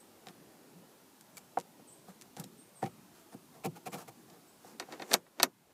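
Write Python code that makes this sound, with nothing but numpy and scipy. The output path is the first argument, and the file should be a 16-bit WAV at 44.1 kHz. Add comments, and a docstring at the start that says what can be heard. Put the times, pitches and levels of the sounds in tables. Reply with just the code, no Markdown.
"""A wooden hutch door is shut and bolted close by, over outdoor air and small birds far off.
First the door knocks on its frame and its panel rings, with dry ticks of fingernails and splinters.
Between the knocks a wooden turn latch rubs round in short strokes, busiest near four seconds.
Last, a metal bolt grinds along its barrel and snaps home twice, cracking and ringing;
the snaps make a gain control duck the background."""
import sys
import numpy as np
from scipy import signal
from scipy.fft import rfft, irfft
from scipy.io import wavfile
from scipy.ndimage import uniform_filter1d

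SR = 44100
rng = np.random.default_rng(int(sys.argv[2]) if len(sys.argv) > 2 else 0)


def file_out(sig):
    """Save sig as 16-bit WAV at sys.argv[1]."""
    # one column per channel
    cols = np.atleast_2d(sig).T
    # limit, then scale
    lim = np.clip(cols, -1, 1)
    pcm = np.round(lim * 32767).astype(np.int16)
    wavfile.write(sys.argv[1], SR, pcm)


N = 252810
TIME = np.arange(N) / SR
RING_TIME = np.arange(SR // 3) / SR  # seconds after a hit

# door hitting its frame: (time [s], level [dB], weight of the low panel modes [dB])
DOOR_KNOCKS = [(.269, -26.5, 11.5), (1.5719, 2, -13), (1.795, -32.5, 9.5), (2.0825, -26.5, -2),
               (2.367, -22, 7), (2.397, -28, 16), (2.438, -29, 18), (2.827, -3.5, 3.5), (2.8359, -22, 23),
               (2.859, -27, 15), (3.345, -27.5, 16.5), (3.655, -9.5, 13), (3.872, -29.5, 18),
               (4.645, -26, 2), (4.886, -23, 2.5), (4.998, -19.5, 0), (5.141, -11.5, 5)]
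# woody ring of the door panel: (frequency [Hz], level [dB], t60 [s])
DOOR_MODES = [(115, -43.5, 0.17), (153, -37.5, 0.11), (170.8, -45, 0.41), (189, -38, 0.18), (230, -45, .1),
              (263.6, -41.5, 0.14), (339, -34.5, 0.059), (364, -37, 0.16), (485, -29, 0.078),
              (550, -37.5, 0.1), (701, -21, 0.034), (781, -19, 0.036), (948, -33.5, 0.077),
              (1072, -38.5, 0.058), (1268, -31.5, 0.074), (1267, -34, 0.077), (1426, -30.5, 0.017),
              (1740, -48.5, 0.026), (1860, -48, 0.023), (2300, -47, 0.031), (2430, -59, 0.018)]
# the hutch's dense, short rattle: (band centre [Hz], level [dB], t60 [s])
RATTLE_BANDS = [(60, -49.5, .2), (131.7, -23, 0.26), (300, -6, 0.12), (800, -8.5, 0.087), (1800, -10, .062),
                (2560, -15, 0.063), (4200, -17, .048), (6500, -14.5, 0.062), (8500, -9.5, 0.034),
                (10600, -14.5, 0.032), (11100, -13.5, 0.055), (16000, -21.5, 0.037)]
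# bolt striking its barrel and keeper: (time [s], level [dB], brightness [Hz])
BOLT_SNAPS = [(4.7986, -17.5, 8000), (4.823, -26, 3000), (4.9236, -25.5, 6000), (4.935, -29.5, 3500),
              (4.956, -37.5, 2500), (4.997, -25, 3800), (5.0207, -18.5, 4200), (5.1141, -12, 4200),
              (5.1340, -11.5, 12000), (5.1400, -0.5, 13000), (5.264, -34, 2400), (5.399, -5, 4800),
              (5.4243, -18, 9000), (5.431, 4, 14000)]
# ring of the bolt and the board it is screwed to: (frequency [Hz], level [dB])
BOLT_MODES = [(185, -44.5), (295, -42), (362, -28.5), (490, -38), (672, -26.5), (780, -26.5), (955, -26.5),
              (1085, -33.5), (1272, -28.5), (1430, -29), (1530, -32), (1780, -29.5), (1872, -26),
              (2066, -40), (2180, -25), (2584, -29.5), (3760, -22.5), (4200, -34.5), (4354, -26.5),
              (4674, -27.5), (7750, -32.5)]
# first crack of metal on metal: (frequency [Hz], level [dB])
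CRACK_SPECTRUM = [(60, -40.5), (400, -14), (1700, -3.5), (2900, 0), (3900, 11.5), (4700, 13), (5250, 4),
                  (5900, 12), (6800, -4.5), (8200, 5), (9700, -6.5), (12000, 6.5), (14500, 0),
                  (16000, -7.5)]
# pushes that slide the bolt until it catches: (catch time [s], build-up [s], level [dB])
BOLT_PUSHES = [(4.82, .008, -51.5), (4.94, .028, -46.5), (5.025, .02, -48.5), (5.14, .015, -30.5),
               (5.397, .015, -48), (5.71, .03, -58.5)]
# grind of the bolt in its barrel: (frequency [Hz], level [dB])
GRIND_SPECTRUM = [(60, -50), (130, -14), (300, 8.5), (750, 1), (1300, -6.5), (2500, -11.5), (4000, -17.5),
                  (7000, -18), (9000, -27), (12000, -24), (16000, -34)]
# rubs of the latch: (peak time [s], length [s], level [dB], drive into the door [dB], rasp [Hz])
LATCH_STROKES = [(0.286, .07, -17.5, 3, 1730), (1.379, 0.03, -9.5, -12, 3200),
                 (2.094, 0.055, -14.5, -2.5, 2000), (2.399, .076, -11, 2, 1760),
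                 (2.833, .03, -7.5, 14.5, 1830), (2.861, 0.051, -12, 10, 2230), (3.18, .14, -19, -10, 2600),
                 (3.334, .045, -15, 3.5, 1800), (3.558, 0.088, -21.5, 5, 2020),
                 (3.656, .045, -0.5, 7.5, 2460), (3.768, .037, -10, 2, 2400),
                 (3.871, .037, -2.5, 5.5, 2390), (3.941, 0.054, -1, 4, 2340),
                 (3.997, 0.099, -7.5, -0.5, 1350), (4.087, 0.031, -7.5, 3.5, 2170),
                 (4.325, .15, -24.5, 7, 1680), (4.685, .16, -15.5, -6.5, 5600)]
# hiss of the rubbing faces: (frequency [Hz], level [dB])
SCRAPE_SPECTRUM = [(60, -67), (500, -36), (1500, -36.5), (2400, -45.5), (3300, -45.5), (6000, -44),
                   (12000, -46), (16000, -52)]
# harmonics of the latch's squeak, lowest first: (level [dB])
SQUEAK_HARMONICS = [0, -5.5, -5]
# fingernails and splinters catching: (time [s], level [dB], band centre [Hz], time held [s])
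NAIL_TICKS = [(0.2701, -19, 2570, 0.016), (1.21, -30.5, 7400, 0.0013), (1.3706, -22.5, 8500, .0104),
              (1.5876, -20.5, 6100, .0128), (1.611, -30.5, 4550, 0), (2.2132, -23.5, 5860, .0081),
              (2.367, -22.5, 4500, .0047), (2.3983, -19.5, 9000, 0.0023), (2.4415, -23.5, 6540, 0.00068),
              (2.8412, -20.5, 3000, 0.021), (3.649, -20, 10000, .011), (4.3, -32.5, 4000, .003)]
# panel flexing under the hand: (time [s], level [dB], pitch [Hz], swell [s])
PANEL_THUDS = [(.752, -51, 178, .02), (2.082, -48, 187, 0.016), (2.395, -36, 175, .008),
               (2.438, -53, 156, 0.013), (2.833, -36, 132, 0.014), (3.345, -39, 268, 0.0064),
               (3.684, -39.5, 159, .011)]
# thin metal fittings clinking faintly: (time [s], level [dB], pitch [Hz])
FITTING_CLINKS = [(.269, -47, 3740), (.2845, -48, 3780), (2.438, -44, 3840)]
# partials of a clink: (multiple of the pitch, level [dB], t60 [s])
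CLINK_MODES = [(1, -5, 0.026), (1.43, -9, 0.05), (1.95, -11.5, 0.022)]
# bird calls, one glide each: (time [s], length [s], level [dB], start pitch [Hz], end pitch [Hz])
BIRD_CALLS = [(0, 0.018, -58, 8500, 8200), (1.338, .06, -63, 7700, 7640), (1.866, 0.049, -55, 8720, 7440),
              (1.906, 0.04, -56.5, 7600, 9260), (2.57, 0.067, -58.5, 8750, 8600),
              (2.739, .083, -58.5, 9030, 7770), (3.305, .05, -66, 9300, 8500),
              (3.902, 0.013, -59, 7200, 8100), (4.466, 0.057, -65, 7950, 8000)]
# outdoor bed: (frequency [Hz], level [dB])
AIR_SPECTRUM = [(25, -41.5), (55, -24.5), (95, -16), (135, -9), (200, -4), (280, -4), (380, -6), (480, -13),
                (800, -11.5), (1350, -18), (1900, -22), (2700, -22.5), (14800, -24.5), (16000, -40.5)]
# fade of a low, far rush: (time [s], level [dB])
RUSH_FADE = [(0, -66.5), (.45, -63.5), (.9, -71), (1.5, -79)]


def amp(db):
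    """Decibels to gain."""
    return 10 ** (np.asarray(db) / 20)


def unit(x):
    """Scales to rms 1."""
    return x / np.sqrt(np.mean(x ** 2) + 1e-20)


def decay(t60):
    """A tail that falls 60 dB in t60 seconds."""
    return np.exp(-np.log(1000) * RING_TIME / t60)


def curve_at(points, hz):
    """Reads an EQ curve on a log-frequency axis."""
    point_hz, value = np.transpose(points)
    return np.interp(np.log(hz + 1), np.log(point_hz + 1), value)


def add(mix, s, sound):
    """Mixes a sound in at s seconds."""
    part = mix[max(round(s * SR), 0):][:len(sound)]
    part += sound[:len(part)]


def cut(x, hz, kind, order=2):
    """Causal low-pass or high-pass."""
    return signal.sosfilt(signal.butter(order, min(hz, SR / 2 - 100), kind, fs=SR, output="sos"), x)


def resonate(x, hz, q):
    """One resonant band-pass."""
    return signal.lfilter(*signal.iirpeak(hz, q, fs=SR), x)


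def colour(x, spectrum):
    """Shapes a sound with an EQ curve."""
    return irfft(rfft(x) * amp(curve_at(spectrum, np.fft.rfftfreq(len(x), 1 / SR))), len(x))


def impulse(spectrum):
    """The sharpest causal click that has this spectrum."""
    log_gain = np.log(amp(curve_at(spectrum, abs(np.fft.fftfreq(len(RING_TIME), 1 / SR)))))
    return np.fft.ifft(np.exp(np.conj(signal.hilbert(log_gain)))).real


def ring(modes, low_db=0, tuning=1, shelf_hz=420):
    """Dying modes; neighbours swing in opposite directions, so the ring takes a moment to bloom."""
    out = 0
    for k, (hz, db, t60) in enumerate(modes):
        gain = amp(db + low_db / (1 + (hz / shelf_hz) ** 6))
        out += (-1) ** k * gain * decay(t60) * np.sin(2 * np.pi * hz * tuning * RING_TIME)
    return out


def slips(per_s, spread_db):
    """Friction: a dense random train of tiny slips of uneven size."""
    size = amp(spread_db * np.minimum(rng.exponential(1, N), 4)) * rng.standard_normal(N)
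    return unit(size * (rng.random(N) < per_s / SR))


def waver(samples, smoothing):
    """Smoothed noise that roughens a pitch."""
    return unit(uniform_filter1d(rng.standard_normal(len(RING_TIME)), smoothing))[:samples]


def door(rattle_db=-19, bare_hz=1700, cushion_db=17.5):
    """Wood meets wood: the more the cushioning hand rocks the whole panel, the duller the knock."""
    out = np.zeros(N)
    for s, db, low_db in DOOR_KNOCKS:
        bright_hz = bare_hz / (1 + amp(low_db - cushion_db))
        knock = ring(DOOR_MODES, low_db) + amp(rattle_db) * rattle()
        add(out, s, amp(db) * cut(knock, bright_hz, "low"))
    return out


def rattle():
    """The hutch's countless small modes and reflections: noise bands, each dying at its own speed."""
    hz = np.fft.rfftfreq(len(RING_TIME), 1 / SR)
    noise = rfft(rng.standard_normal(len(RING_TIME)))
    centres = [row[0] for row in RATTLE_BANDS]
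    out = 0
    for (centre, db, t60), solo in zip(RATTLE_BANDS, np.eye(len(centres))):
        band = irfft(noise * curve_at(list(zip(centres, solo)), hz), len(RING_TIME))
        attack = 1 - np.exp(-RING_TIME * centre)
        out += amp(db) * band * attack * decay(t60)
    return out


def bolt(rattle_db=-4, t60_at_1khz=0.061, loose_detune=.13, seated_db=-18.5):
    """Each strike cracks, then rings; light touches detune the loose bolt, firm ones seat it."""
    out = np.zeros(N)
    # the wood damps every mode quickly, the high ones a little faster
    modes = [(hz, db, t60_at_1khz * (hz / 1000) ** -.3) for hz, db in BOLT_MODES]
    for s, db, bright_hz in BOLT_SNAPS:
        tuning = 1 + loose_detune * rng.uniform(-1, 1) / (1 + amp(db - seated_db))
        hardness = np.log2(bright_hz / 6800)  # octaves; harder hits crack and shake more
        crack = amp(5.5 * hardness) * impulse(CRACK_SPECTRUM)
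        shake = amp(rattle_db + 1.1 * hardness) * rattle()
        strike = crack + ring(modes, tuning=tuning) + shake
        add(out, s, amp(db) * cut(strike, bright_hz, "low"))
    return out


def bolt_slide(release_db_per_s=600.5, hiss_even_db=-22.5, hiss_growth=1.3):
    """Pressure builds until the grinding bolt catches; the harder the push, the more the metal hisses."""
    grains = slips(per_s=7900, spread_db=0.5)
    grind = unit(colour(grains, GRIND_SPECTRUM))
    hiss = unit(resonate(grains, hz=7200, q=2.5))
    out = np.zeros(N)
    for s, build_s, db in BOLT_PUSHES:
        before, after = np.maximum(s - TIME, 0), np.maximum(TIME - s, 0)
        pressure = amp(db - release_db_per_s * after) / (1 + (before / build_s) ** 2)
        out += pressure * (grind + amp(hiss_growth * (db - hiss_even_db)) * hiss)
    return out


def latch(door_db=-43, rasp_db=-42, rasp_growth=1.27, rise_share=0.49, grip_detune=0.074):
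    """Each stroke hisses at the contact, rasps in one resonance and drives the door's modes."""
    grains = slips(per_s=9000, spread_db=2.0)
    hiss, body = np.zeros(N), np.zeros(N)
    for s, length, db, drive_db, rasp_hz in LATCH_STROKES:
        rise = length * rise_share
        start = s - rise
        swell = np.sin(np.pi / 2 * np.interp(RING_TIME, [0, rise, length], [0, 1, 0])) ** 1.18
        stroke = amp(db) * swell * grains[round(start * SR):][:len(RING_TIME)]
        # the hand's grip retunes the panel a little for every stroke
        panel = ring(DOOR_MODES, low_db=5, tuning=1 + grip_detune * rng.uniform(-0.87, 1))
        panel /= np.linalg.norm(panel)
        add(hiss, start, stroke)
        add(body, start, amp(door_db + drive_db) * signal.fftconvolve(stroke, panel))
        add(body, start, amp(rasp_db + rasp_growth * drive_db) * resonate(stroke, rasp_hz, q=7))
    return colour(hiss, SCRAPE_SPECTRUM) + body


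def squeak(at_s=1.368, length_s=0.016, level_db=-49, start_hz=2420, sag_hz_per_s=15600):
    """One tiny stick-slip whose pitch sags as the latch slows."""
    t = RING_TIME[:round(length_s * SR)]
    hz = (start_hz - sag_hz_per_s * t) * (1 + .012 * waver(len(t), smoothing=40))
    phase = 2 * np.pi * np.cumsum(hz) / SR
    tone = sum(amp(db) * np.sin(k * phase) for k, db in enumerate(SQUEAK_HARMONICS, 1))
    out = np.zeros(N)
    add(out, at_s, amp(level_db) * np.sin(np.pi * t / length_s) * tone)
    return out


def ticks(rattle_db=-12):
    """Nails and splinters catch and let go: pairs of dry clicks that hardly stir the wood."""
    out = np.zeros(N)
    for s, db, hz, held_s in NAIL_TICKS:
        for at in (s, s + held_s):
            click = signal.unit_impulse(len(RING_TIME)) + amp(rattle_db) * rattle()
            thin = cut(click, hz * 0.5, "high", order=1)
            add(out, at, amp(db) * cut(thin, hz * 1.6, "low"))
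    return out


def thuds():
    """A soft push rocks the panel for a few cycles; the hand then stills it."""
    out = np.zeros(N)
    for s, db, hz, swell_s in PANEL_THUDS:
        age = RING_TIME / swell_s
        swell = age * np.exp((1 - age ** 2) / 2)
        add(out, s, amp(db) * swell * np.sin(2 * np.pi * hz * RING_TIME))
    return out


def clinks():
    """Short, inharmonic rings of small metal fittings."""
    out = np.zeros(N)
    for s, db, hz in FITTING_CLINKS:
        add(out, s, amp(db) * ring(CLINK_MODES, tuning=hz))
    return out


def birds(flutter=0.0284, echo_db=-3, echo_t60=.5):
    """Thin, high, fluttering whistles, blurred by echoes of the garden."""
    out = np.zeros(N)
    for s, length, db, start_hz, end_hz in BIRD_CALLS:
        progress = np.linspace(0, 1, round(length * SR))
        glide = start_hz + (end_hz - start_hz) * progress
        hz = glide * (1 + flutter * waver(len(glide), smoothing=60))
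        add(out, s, amp(db) * np.sin(np.pi * progress) * np.sin(2 * np.pi * np.cumsum(hz) / SR))
    echoes = rng.standard_normal(len(RING_TIME)) * decay(echo_t60)
    return out + amp(echo_db) * signal.fftconvolve(out, echoes / np.linalg.norm(echoes))[:N]


def air(level_db=-60.5, patch_db=3.5, patch_hz=1500):
    """The outdoor bed: distant noise drifting in patches under a smooth hiss."""
    hz, _, noise = signal.stft(rng.standard_normal(N), SR, nperseg=2048)
    patches = uniform_filter1d(rng.standard_normal(noise.shape), size=9, axis=0)  # across frequency
    patches = unit(uniform_filter1d(patches, size=7, axis=1))  # across time
    drift_db = patch_db * patches / (1 + hz[:, None] / patch_hz)
    shaped = noise * amp(curve_at(AIR_SPECTRUM, hz)[:, None] + drift_db)
    return amp(level_db) * unit(signal.istft(shaped, SR, nperseg=2048)[1][:N])


def rush():
    """A narrow band of far-off noise that swells, then dies away."""
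    noise = resonate(rng.standard_normal(N), hz=400, q=3)
    return amp(np.interp(TIME, *np.transpose(RUSH_FADE))) * unit(noise)


def scene():
    """The mono mix; the small hutch radiates almost no deep bass."""
    hutch = door() + ticks() + clinks() + squeak() + latch() + bolt_slide() + bolt()
    return (cut(hutch, 100, "high", order=3) + thuds() + birds() + air() + rush())[None]


def record(dry, threshold_db=-25, squeeze=0.44, recover_db_per_s=5, attack_s=0.0059,
           ceiling=0.8, top_hz=15600):
    """Gain control ducks fast on loud hits and recovers slowly; peaks round off; the top is cut."""
    power_db = 10 * np.log10(abs(uniform_filter1d(dry[0] ** 2, size=200)) + 1e-12)
    fall_db = TIME * recover_db_per_s
    held_db = np.maximum.accumulate(power_db + fall_db) - fall_db
    over_db = np.maximum(held_db - threshold_db, 0)
    pole = np.exp(-1 / (attack_s * SR))
    ducked = dry / amp(squeeze * signal.lfilter([1 - pole], [1, -pole], over_db))
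    rounded = ceiling * np.tanh(ducked / ceiling)
    high_cut = signal.firwin(255, top_hz, window=("kaiser", 9), fs=SR)
    return signal.oaconvolve(rounded, high_cut[None], "same")


dry = scene()
out = record(dry)
file_out(out)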